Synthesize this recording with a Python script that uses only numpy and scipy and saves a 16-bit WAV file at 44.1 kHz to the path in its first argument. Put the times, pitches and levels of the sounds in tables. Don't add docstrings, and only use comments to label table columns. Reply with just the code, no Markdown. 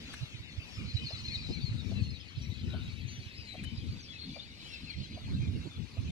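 import sys
import numpy as np
from scipy import signal
from scipy.fft import rfft, irfft, next_fast_len
from scipy.io import wavfile
from scipy.ndimage import uniform_filter1d, map_coordinates

SR = 44100
rng = np.random.default_rng(int(sys.argv[2]) if len(sys.argv) > 2 else 0)


def file_out(sig):
    cols = np.atleast_2d(sig).T
    lim = np.clip(cols, -1, 1)
    pcm = np.round(lim * 32767).astype(np.int16)
    wavfile.write(sys.argv[1], SR, pcm)


N = 269451

# (frequency [Hz], relative density [dB per Hz])
RUMBLE_COLOUR = [(20, -19), (70, 10.5), (130, 0), (250, 2), (400, -9), (700, -22), (1200, -28), (2500, -69),
                 (8000, -65)]
# (middle [s], nominal length [s], level [dB])
THUDS = [(0.048, 0.14, -55), (3.624, 0.086, -45.5), (4.293, 0.073, -43.5), (4.841, .05, -46),
         (5.126, 0.074, -48)]
# (frequency [Hz], relative density [dB per Hz])
GRASS_COLOUR = [(200, 6.5), (700, -1), (1500, -0.5), (3000, -3), (6000, -1.5), (8000, -11.5),
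                (11000, -17.5), (13500, -22.5), (15000, -44)]
# (frequency [Hz], added left minus right [dB])
GRASS_SIDE = [(500, -1), (1200, 5), (3000, 1), (7000, -0.5)]
# (time [s], level [dB])
BREEZE = [(0, -58.5), (.9, -57.5), (2.2, -60.5), (5, -60.5), (6.1, -59)]

# (frequency [Hz], relative density [dB per Hz])
TURBULENCE_COLOUR = [(20, -52), (40, -14), (65, -1), (92, 2), (160, -6), (240, -12), (330, -29),
                     (500, -36.5), (900, -62), (2000, -68), (5000, -110)]
# (peak [s], length [s], left port [dB], right port [dB])
GUSTS = [(0.829, 0.12, -44, -35.5), (1.032, 0.1, -46.5, -41), (1.33, 0.23, -48, -40),
         (1.7, 0.44, -36, -43.5), (1.974, 0.3, -32, -40.5), (2.46, 0.15, -37, -50),
         (2.715, 0.22, -33.5, -39.5), (2.955, 0.33, -38.5, -54), (3.692, 0.14, -37.5, -48),
         (3.888, 0.14, -35.5, -46), (4.999, 0.058, -52, -32.5), (5.132, 0.083, -53, -41.5),
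         (5.346, 0.15, -34.5, -31), (5.48, 0.21, -37, -31.5), (5.813, 0.058, -31, -55),
         (6.098, 0.2, -37.5, -36)]
GUST_EDGE_DB, GUST_SHAPE = 4.5, 2.3
# (left port [dB], right port [dB])
LULL_DB = [-54.5, -54]
# (middle [s], level [dB], port [0 left, 1 right])
EDDIES = [(0.214, -34, 1), (0.235, -29, 1), (.236, -39, 0), (.351, -39, 1), (.406, -38.5, 1),
          (.587, -30, 1), (.954, -23.5, 1), (1.051, -35, 1), (1.141, -36, 1), (1.508, -35, 1),
          (1.645, -31.5, 0), (1.722, -29, 1), (1.748, -33, 0), (2.023, -25, 0), (2.382, -30.5, 1),
          (2.502, -31, 0), (2.889, -36.5, 1), (3.055, -32.5, 0), (3.194, -36.5, 1), (3.272, -39.5, 1),
          (3.396, -39, 0), (3.786, -33, 1), (3.898, -32.5, 1), (4.839, -41, 0), (5.405, -30, 1),
          (5.434, -28.5, 1), (5.491, -26.5, 1), (5.773, -39, 1), (5.833, -31.5, 0), (5.995, -27.5, 1),
          (6.034, -35.5, 1)]
EDDY_S, EDDY_HZ = 0.0091, 103.4
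# (middle [s], level [dB], port [0 left, 1 right])
FLAPS = [(1.505, -31, 0), (5.666, -35.5, 1)]
# (frequency [Hz], relative density [dB per Hz])
FLAP_COLOUR = [(100, 8.5), (220, 12), (370, 4), (550, -11.5), (900, -17), (1400, -35), (4000, -70)]
# (frequency [Hz], relative density [dB per Hz])
SWIRL_COLOUR = [(120, -10.5), (210, 5), (300, -4.5), (430, -14.5), (800, -43), (2000, -78)]
SWIRL_DB, SWIRL_GROWS, BRISK_DB = -40.5, 1.43, -31.5
# (frequency [Hz], gain [dB])
MIC_BASS = [(15, -21), (30, -4), (50, -0.5)]
PORT_LEAK = 0.12
# (middle [s], length [s])
BASS_GAPS = [(0.193, 0.035), (0.284, 0.079), (0.464, 0.058), (0.715, 0.097), (1.104, 0.045), (1.564, 0.045),
             (1.85, 0.078), (2.234, 0.18), (2.569, 0.067), (2.949, 0.061), (1.653, 0.031), (1.005, 0.018),
             (3.306, 0.032), (5.865, 0.097)]
GAP_DEPTH_DB = -29
# (frequency [Hz], share [0 to 1])
GAP_BAND = [(300, 0.95), (480, 0), (800, 0)]

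# (snap [s], snap level [dB], rustle level [dB])
TICKS = [(0.1407, -34, -48.5), (3.643, -57, -50.5)]
# (time [s], strength [dB])
KNOCKS = [(1.103, -40), (1.914, -39.5), (2.735, -38), (3.541, -38), (4.360, -36.5), (5.169, -39),
          (5.967, -42.5)]
# (pitch [Hz], relative level before a random change [dB], time to fade 60 dB [s])
KNOCK_MODES = [(570, 9.5, 0.029), (629, 10, 0.036), (742, 2, 0.048), (880, -28, 0.028), (1096, -9, 0.052)]
# (frequency [Hz], relative density [dB per Hz])
SCUFF_COLOUR = [(300, -13), (680, 9.5), (950, -12), (1300, -13), (2500, -29), (6000, -67)]

# (frequency [Hz], time to fade 60 dB [s])
HEDGE_FADE = [(500, 0.21), (3000, 1), (10000, 0.019)]
# (time [s], left behind right [samples])
PORT_LAG = [(0, 6.07), (3, 11.06), (6.1, 19.6)]
# (pitch [Hz], left minus right [dB])
BIRD_SIDE = [(2300, 13.5), (3300, 15), (4200, 12.5), (6000, 2.5)]

# (time [s], level [dB])
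ROOST_LEVEL = [(2.25, -73), (2.55, -59.5), (2.95, -59.5), (3.3, -59), (3.7, -68)]
# (frequency [Hz], relative density [dB per Hz])
ROOST_COLOUR = [(3000, -43), (3600, -10), (3850, -0.5), (4100, -11), (4400, -19), (5200, -33)]
# (time [s], low voices [dB], high voices [dB])
FLOCK_LEVEL = [(0, -48.5, -46), (.53, -49.5, -52.5), (1.29, -46.5, -51), (1.84, -55, -52.5),
               (3.57, -47, -53.5), (3.81, -57.5, -51.5), (4.39, -57, -44.5), (4.54, -55.5, -56),
               (4.66, -53, -42), (5.9, -58.5, -61), (6.11, -52.5, -52)]
# (frequency [Hz], relative density [dB per Hz])
LOW_COLOUR = [(1200, -29), (1800, -12.5), (2150, -6.5), (2550, -3.5), (3000, -6.5), (3500, -24),
              (4500, -53)]
# (frequency [Hz], relative density [dB per Hz])
HIGH_COLOUR = [(2400, -26), (3200, 0.5), (3900, 2.5), (4500, 1), (5200, -10), (6400, -27), (7500, -20),
               (10000, -72), (14000, -59)]
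# (time [s], level [dB])
SQUABBLE_LEVEL = [(.6, -93), (.92, -60), (1.06, -49), (1.2, -56), (1.34, -52), (1.55, -55.5), (1.8, -97),
                  (2.2, -86)]
# (frequency [Hz], relative density [dB per Hz])
SHRILL_COLOUR = [(2000, -18), (3000, -12), (4400, 11), (6000, -3), (7000, -5.5), (8200, -10), (10500, -42),
                 (13000, -52)]
ARCH_BEND = 0.218
CALL_SWELL = 0.65

# (start [s], length [s], top of the fundamental [Hz], crest [0 early, 1 late], bend [log pitch], level [dB])
NASAL_CALLS = [(.876, .052, 2080, .52, .22, -49), (.95, .057, 1985, .4, .2, -44.5),
               (1.047, .056, 2140, .35, .36, -45), (1.117, .052, 2090, .3, .25, -45),
               (1.242, .06, 2140, .46, .48, -42.5), (1.3, .074, 2180, .33, .4, -41.5),
               (1.33, .04, 1960, .3, .14, -42), (1.431, .056, 2014, .4, .33, -48),
               (1.505, .06, 2105, .55, .35, -46.5), (1.564, .034, 2260, 0, .2, -52),
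               (1.6, .062, 2306, .48, .38, -52), (1.648, .06, 2140, .22, .19, -46),
               (1.775, .04, 1920, .4, .1, -53), (1.95, .045, 2020, .35, .15, -51)]
NASAL_HARMONICS_DB = [-13, 8.5, -18, -24, -30, -42]
NASAL_RASP_DB = -20.5
# (start [s], length [s], top pitch [Hz], crest [0 early, 1 late], bend [log pitch], level [dB])
CHIRPS = [(0.592, 0.045, 2664, 0.51, 0.14, -53.5), (0.777, 0.052, 2482, -0.011, 0.14, -52.5),
          (.965, 0.1, 3070, 0.78, .16, -52), (.971, 0.12, 2540, 0.2, .17, -53.5),
          (1.028, .045, 4870, .2, .14, -55.5), (1.159, .052, 4650, -.07, .12, -51),
          (1.272, .082, 2537, .1, .22, -52), (1.36, .06, 2480, .35, .3, -53),
          (1.545, .05, 2350, .26, .25, -53), (1.603, .035, 3720, .4, .12, -53),
          (1.949, .07, 2677, .24, .15, -53), (2.14, .04, 3930, .056, .063, -52.5),
          (2.278, .035, 4480, 0, .12, -55.5), (2.498, .04, 4010, 0, .099, -55),
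          (2.592, .028, 4130, .4, .15, -55), (2.7, .038, 3810, .59, .092, -53),
          (2.73, .04, 3140, .089, .08, -54.5), (3.08, .03, 4380, 0, .07, -53),
          (3.196, .025, 4500, 0, .08, -55), (3.465, .08, 4300, -.7, .05, -49),
          (3.578, .045, 2430, .4, .12, -53), (3.638, .07, 3050, .6, .08, -49),
          (4.084, .053, 3410, .35, .17, -50), (4.126, .07, 2630, .1, .1, -54),
          (4.18, .038, 4600, 1, .23, -52), (4.205, .06, 4280, .55, .2, -47.5),
          (4.324, .055, 2375, .45, .28, -53), (4.386, .028, 3590, .47, .22, -47),
          (4.64, .05, 3020, .6, .1, -53), (4.687, .085, 2740, .2, .14, -50.5),
          (4.868, .052, 2800, -.25, .21, -49.5), (4.889, .036, 4550, -.15, .14, -45),
          (4.915, .038, 2450, -.2, .15, -53), (5.024, .04, 4200, 0, .1, -50.5),
          (5.335, .038, 4300, 1, .2, -54), (5.414, .062, 2460, .3, .15, -58),
          (5.69, 0.09, 3520, 0.13, .05, -57)]
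# (start [s], length [s], top pitch [Hz], crest [0 early, 1 late], bend [log pitch], level [dB])
BUZZES = [(0.696, 0.13, 5550, -0.049, 0.16, -59.5), (2.185, .048, 5100, 0.22, 0.15, -59),
          (2.409, .051, 5770, 0.11, 0.077, -57.5), (3.063, 0.14, 6330, 0.015, .1, -58.5),
          (3.355, .1, 5070, .15, 0.14, -55.5), (3.743, 0.087, 4900, .14, 0.12, -58),
          (4.002, 0.074, 6850, -0.62, .16, -59), (4.285, 0.2, 4660, .46, .051, -59),
          (4.689, 0.093, 5510, 0.17, 0.24, -60)]

TOP_HZ = 14500


def amp(db):
    return 10 ** (np.asarray(db) / 20)


def unit(x):
    return x / np.sqrt(np.mean(x ** 2) + 1e-20)


def along(points, hz):
    f, v = np.transpose(points)
    return np.interp(np.log(hz + 1), np.log(f + 1), v)


def curves(rows):
    s, *columns = np.transpose(rows)
    t = np.arange(N) / SR
    return np.array([np.interp(t, s, column) for column in columns])


def wobble(rate, size=N):
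    knots = rng.standard_normal(int(size * rate / SR) + 4)
    return map_coordinates(knots, [np.arange(size) * rate / SR])


def filtered(x, response):
    size = next_fast_len(x.shape[-1] + 8192)
    spectrum = rfft(x, size) * response(np.fft.rfftfreq(size, 1 / SR))
    return irfft(spectrum, size)[..., :x.shape[-1]]


def noise(spectrum, shape=(2, N)):
    return unit(filtered(rng.standard_normal(shape), lambda hz: amp(along(spectrum, hz))))


def add(out, s, x):
    start = round(s * SR)
    x = x[..., max(-start, 0):max(N - start, 0)]
    first = max(start, 0)
    out[..., first:first + x.shape[-1]] += x


def panned(x, left_db):
    return unit(amp([[left_db / 2], [-left_db / 2]])) * x


def puff(spectrum, length):
    size = int(2 * length * SR)
    return unit(noise(spectrum, size) * np.hanning(size)) / np.sqrt(2)


def rustle(spectrum, patchy_db):
    z = signal.stft(rng.standard_normal((2, N)), nperseg=512)[2]
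    patches = uniform_filter1d(rng.standard_normal(z.shape[1:]), size=4, axis=0)
    patches = uniform_filter1d(patches, size=9, axis=1)
    pair = signal.istft(z * amp(patchy_db * unit(patches)), nperseg=512)[1][:, :N]
    return unit(filtered(pair, lambda hz: amp(along(spectrum, hz))))


def hedges(x):
    hz, t, z = signal.stft(rng.standard_normal((2, SR // 2)), SR, nperseg=256)
    fade = amp(-60 * t / along(HEDGE_FADE, hz)[:, None])
    tail = signal.istft(z * fade, SR, nperseg=256)[1]
    return signal.fftconvolve(x, tail / np.linalg.norm(tail[0]), axes=1)[:, :N]


def spaced(x):
    late_left = map_coordinates(x[0], [np.arange(N) - curves(PORT_LAG)[0]])
    return np.array([late_left, x[1]])


def rumble(shared_db=-55, apart_db=-65):
    low = amp(shared_db) * noise(RUMBLE_COLOUR, N) + amp(apart_db) * noise(RUMBLE_COLOUR)
    low *= amp(0.82 * wobble(3.254))
    thud_colour = [(30, -7), (70, -11), (150, 3), (270, 4), (400, -19), (1500, -70)]  # (Hz, dB per Hz)
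    for s, length, db in THUDS:
        add(low, s - length, amp(db) * puff(thud_colour, length))
    return panned(low, left_db=2)


def grass():
    hiss = amp(curves(BREEZE) + 1.6 * wobble(6.2)) * rustle(GRASS_COLOUR, patchy_db=4)
    ears = np.array([[0.5], [-0.5]])
    return filtered(hiss, lambda hz: amp(along(GRASS_SIDE, hz) * ears))


def gusts():
    t = np.arange(N) / SR
    power = amp(LULL_DB)[:, None] ** 2 * np.ones(N)
    for s, length, left_db, right_db in GUSTS:
        drop = GUST_EDGE_DB * np.abs(2 * (t - s) / length) ** GUST_SHAPE
        power = power + amp(np.array([left_db - drop, right_db - drop])) ** 2
    return np.sqrt(power)


def wind(lump_db=3.0, sway_db=0.5):
    lumps = [lump_db * wobble(45) + sway_db * wobble(16) for port in range(2)]
    flow = noise(TURBULENCE_COLOUR) * amp(lumps)
    flow /= np.sqrt(np.abs(uniform_filter1d(flow ** 2, size=SR // 12)) + 1e-6)
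    out = flow * gusts()
    t = np.arange(-SR // 20, SR // 20) / SR
    draws = rng.uniform(-0.92, 1, (len(EDDIES), 2))
    for (s, db, port), (pitch, turn) in zip(EDDIES, draws):
        hz = EDDY_HZ * np.exp(0.22 * pitch)
        thump = 2 * np.exp(-(t / EDDY_S) ** 2) * np.sin(2 * np.pi * hz * t + np.pi * turn)
        add(out[int(port)], s + t[0], amp(db) * thump)
    for s, db, port in FLAPS:
        flap = amp(db) * puff(FLAP_COLOUR, 0.029)
        add(out[int(port)], s - len(flap) / SR / 2, flap)
    return out


def swirls():
    speed = gusts() / amp(BRISK_DB)
    return amp(SWIRL_DB) * speed ** SWIRL_GROWS * noise(SWIRL_COLOUR) * amp(4.2 * wobble(30))


def bass_gaps(x):
    t = np.arange(N) / SR
    shut = np.max([np.exp(-(2 * (t - s) / length) ** 4) for s, length in BASS_GAPS], axis=0)
    bass = filtered(x[1], lambda hz: np.clip(along(GAP_BAND, hz), 0, 1))
    return np.array([x[0], x[1] - bass * (1 - amp(GAP_DEPTH_DB * shut))])


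def straw(snap_hz=1650, t60=0.013, rustle_length=0.015):
    out, t = np.zeros((2, N)), np.arange(SR // 20) / SR
    bright = [(500, -36), (1500, 12), (3000, 3.5), (6000, -6), (9000, 1.5), (14000, -21)]  # (Hz, dB per Hz)
    for s, snap_db, rustle_db in TICKS:
        add(out, s, amp(snap_db - 60 * t / t60) * np.sin(2 * np.pi * snap_hz * t))
        pair = np.array([puff(bright, rustle_length) for ear in out])
        add(out, s - rustle_length, amp(rustle_db) * pair)
    return out


def knocks(ring_db=-9, attack=0.0059, contact_db=-13):
    out, t = np.zeros((2, N)), np.arange(SR // 5) / SR
    for s, strength_db in KNOCKS:
        ring = np.zeros(len(t))
        for hz, level, t60 in KNOCK_MODES:
            fade = amp(level + rng.normal(0, 0.98) - 60 * t / t60)
            ring += fade * np.sin(2 * np.pi * (hz * t + rng.random()))
        ring *= 1 - np.exp(-t / attack)
        add(out, s, panned(amp(strength_db + ring_db) * ring, left_db=-2.5))
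        scuff = amp(strength_db + contact_db) * puff(SCUFF_COLOUR, 0.018)
        add(out, s - 0.008, panned(scuff, left_db=10))
    return out + amp(-11) * hedges(out)


def hoarse_call(s=2.655, length=0.171, pitch_hz=500, db=-60):
    size = int(length * SR)
    u = np.linspace(0, 1, size)
    hz = pitch_hz * (1 - 0.22 * (u - 0.5) ** 2 + 0.095 * wobble(520, size))
    phase = 2 * np.pi * np.cumsum(hz) / SR
    throat = [(700, -28), (1050, -18), (1450, -4), (1800, -25), (2600, -49)]  # (Hz, dB)
    harmonics = sum(np.sin(k * phase) for k in range(1, 6))
    voice = filtered(harmonics, lambda f: amp(along(throat, f)))
    swell = np.sqrt(u) * np.abs(np.sin(np.pi * u)) ** 0.9
    out = np.zeros((2, N))
    add(out, s, panned(amp(db) * unit(voice * swell), left_db=9))
    return out + amp(-14) * hedges(out)


def arch(top_hz, crest, bend):
    place = np.array([0, 0.5, 1])
    return top_hz * np.exp(-bend * (place - crest) ** 2)


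def chirp(length, start_hz, middle_hz, end_hz, rough=0.01, flutter_db=2, harmonics_db=(0, -30)):
    size = int(max(length, 0.01) * SR)
    u = np.linspace(0, 1, size)
    hz = np.polyval(np.polyfit([0, 0.5, 1], [start_hz, middle_hz, end_hz], 2), u)
    phase = 2 * np.pi * np.cumsum(hz * (1 + rough * wobble(509, size))) / SR
    swell = np.abs(np.sin(np.pi * u)) ** CALL_SWELL * amp(flutter_db * wobble(120.3, size))
    voice = sum(amp(db) * np.sin(k * phase) for k, db in enumerate(harmonics_db, 1))
    return unit(swell * voice)


def roost(count=110):
    calls = np.zeros(N)
    for place, pitch in rng.random((count, 2)):
        cheep = chirp(0.09, *arch(3800 + 300 * pitch, 0.4, 0.05), rough=0.015, flutter_db=4)
        add(calls, place * N / SR, cheep)
    band = unit(unit(calls) + rustle(ROOST_COLOUR, patchy_db=8)[0])
    return amp(curves(ROOST_LEVEL)) * spaced(panned(band, left_db=3.5))


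def scattered_starts(count):
    return (np.arange(count) + rng.random(count)) * N / SR / count


def chatter(spectrum, centre_hz, spread, left_db, blur_db, count):
    calls = np.zeros(N)
    draws = rng.uniform(-1, 1, (count, 5))
    for s, (pitch, life, size, rise, fall) in zip(scattered_starts(count), draws):
        hz = centre_hz * np.exp(spread * pitch)
        start_hz, end_hz = hz * (0.99 + 0.051 * rise), hz * (0.92 + 0.066 * fall)
        length = 0.055 * np.exp(0.5 * life)
        call = chirp(length, start_hz, hz, end_hz, rough=0.014, flutter_db=3.5)
        add(calls, s, amp(5 * size) * call)
    calls = unit(filtered(calls, lambda f: amp(along(spectrum, f))))
    blur = amp(blur_db) * rustle(spectrum, patchy_db=3.5)[0]
    direct = spaced(panned(calls + blur, left_db))
    both = direct + amp(-3) * panned(rustle(spectrum, patchy_db=8), left_db / 2)
    power = uniform_filter1d(np.mean(both ** 2, axis=0), size=SR // 6)
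    return both / np.sqrt(np.abs(power) + 1e-6)


def singers(centre_hz, count):
    out = np.zeros((2, N))
    draws = rng.uniform(-1, 1, (count, 4))
    for s, (pitch, life, size, crest) in zip(scattered_starts(count), draws):
        top_hz = centre_hz * np.exp(0.12 * pitch)
        pitches = arch(top_hz, 0.4 + 0.2 * crest, ARCH_BEND)
        whistle = chirp(0.05 * np.exp(0.3 * life), *pitches, rough=0.009, flutter_db=3)
        add(out, s, panned(amp(2 * size) * whistle, along(BIRD_SIDE, top_hz)))
    return spaced(out)


def flock(low_db=-1.75, high_db=-1.5, crowd_db=-57, singer_db=-11):
    levels = curves(FLOCK_LEVEL)
    low, high = levels - 0.5 * np.maximum(levels - crowd_db, 0)
    lows = chatter(LOW_COLOUR, centre_hz=2530, spread=0.22, left_db=11, blur_db=2.5, count=170)
    highs = chatter(HIGH_COLOUR, centre_hz=4334, spread=0.33, left_db=6.5, blur_db=-3.5, count=380)
    lows = lows + amp(singer_db) * singers(centre_hz=2460, count=36)
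    highs = highs + amp(singer_db) * singers(centre_hz=4010, count=36)
    shrill = chatter(SHRILL_COLOUR, centre_hz=6470, spread=0.45, left_db=-1, blur_db=-6, count=400)
    squabble = amp(curves(SQUABBLE_LEVEL)) * shrill
    return amp(low + low_db) * lows + amp(high + high_db) * highs + squabble


def near_birds(buzz_db=1, scatter_db=-13):
    out = np.zeros((2, N))
    for s, length, top_hz, crest, bend, db in NASAL_CALLS:
        pitches = arch(top_hz, crest, bend)
        call = chirp(length, *pitches, rough=0.008, flutter_db=3, harmonics_db=NASAL_HARMONICS_DB)
        rasp = 1 + amp(NASAL_RASP_DB) * wobble(2600, len(call))
        add(out, s, panned(amp(db) * call * rasp, left_db=7.5))
    for s, length, top_hz, crest, bend, db in CHIRPS:
        whistle = chirp(length, *arch(top_hz, crest, bend), rough=0.011, flutter_db=3.5)
        add(out, s, panned(amp(db) * whistle, along(BIRD_SIDE, top_hz)))
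    for s, length, top_hz, crest, bend, db in BUZZES:
        buzz = chirp(length, *arch(top_hz, crest, bend), rough=0.018, flutter_db=4)
        add(out, s, panned(amp(db + buzz_db) * buzz, along(BIRD_SIDE, top_hz)))
    sinking = chirp(0.19, 4400, 4260, 4150, rough=0.005, flutter_db=1.5)
    add(out, 1.98, panned(amp(-54) * sinking, left_db=-2))
    return spaced(out) + amp(scatter_db) * hedges(out)


def scene():
    buffet = filtered(wind() + swirls(), lambda hz: amp(along(MIC_BASS, hz)))
    leak = PORT_LEAK * buffet[::-1]
    air = bass_gaps(buffet + leak + rumble() + grass())
    return air + straw() + knocks() + hoarse_call() + roost() + flock() + near_birds()


def record(dry):
    edge = np.minimum(np.arange(N), np.arange(N)[::-1]) / (0.003 * SR)
    return filtered(dry * np.minimum(edge, 1), lambda hz: hz < TOP_HZ)


dry = scene()
out = record(dry)
file_out(out)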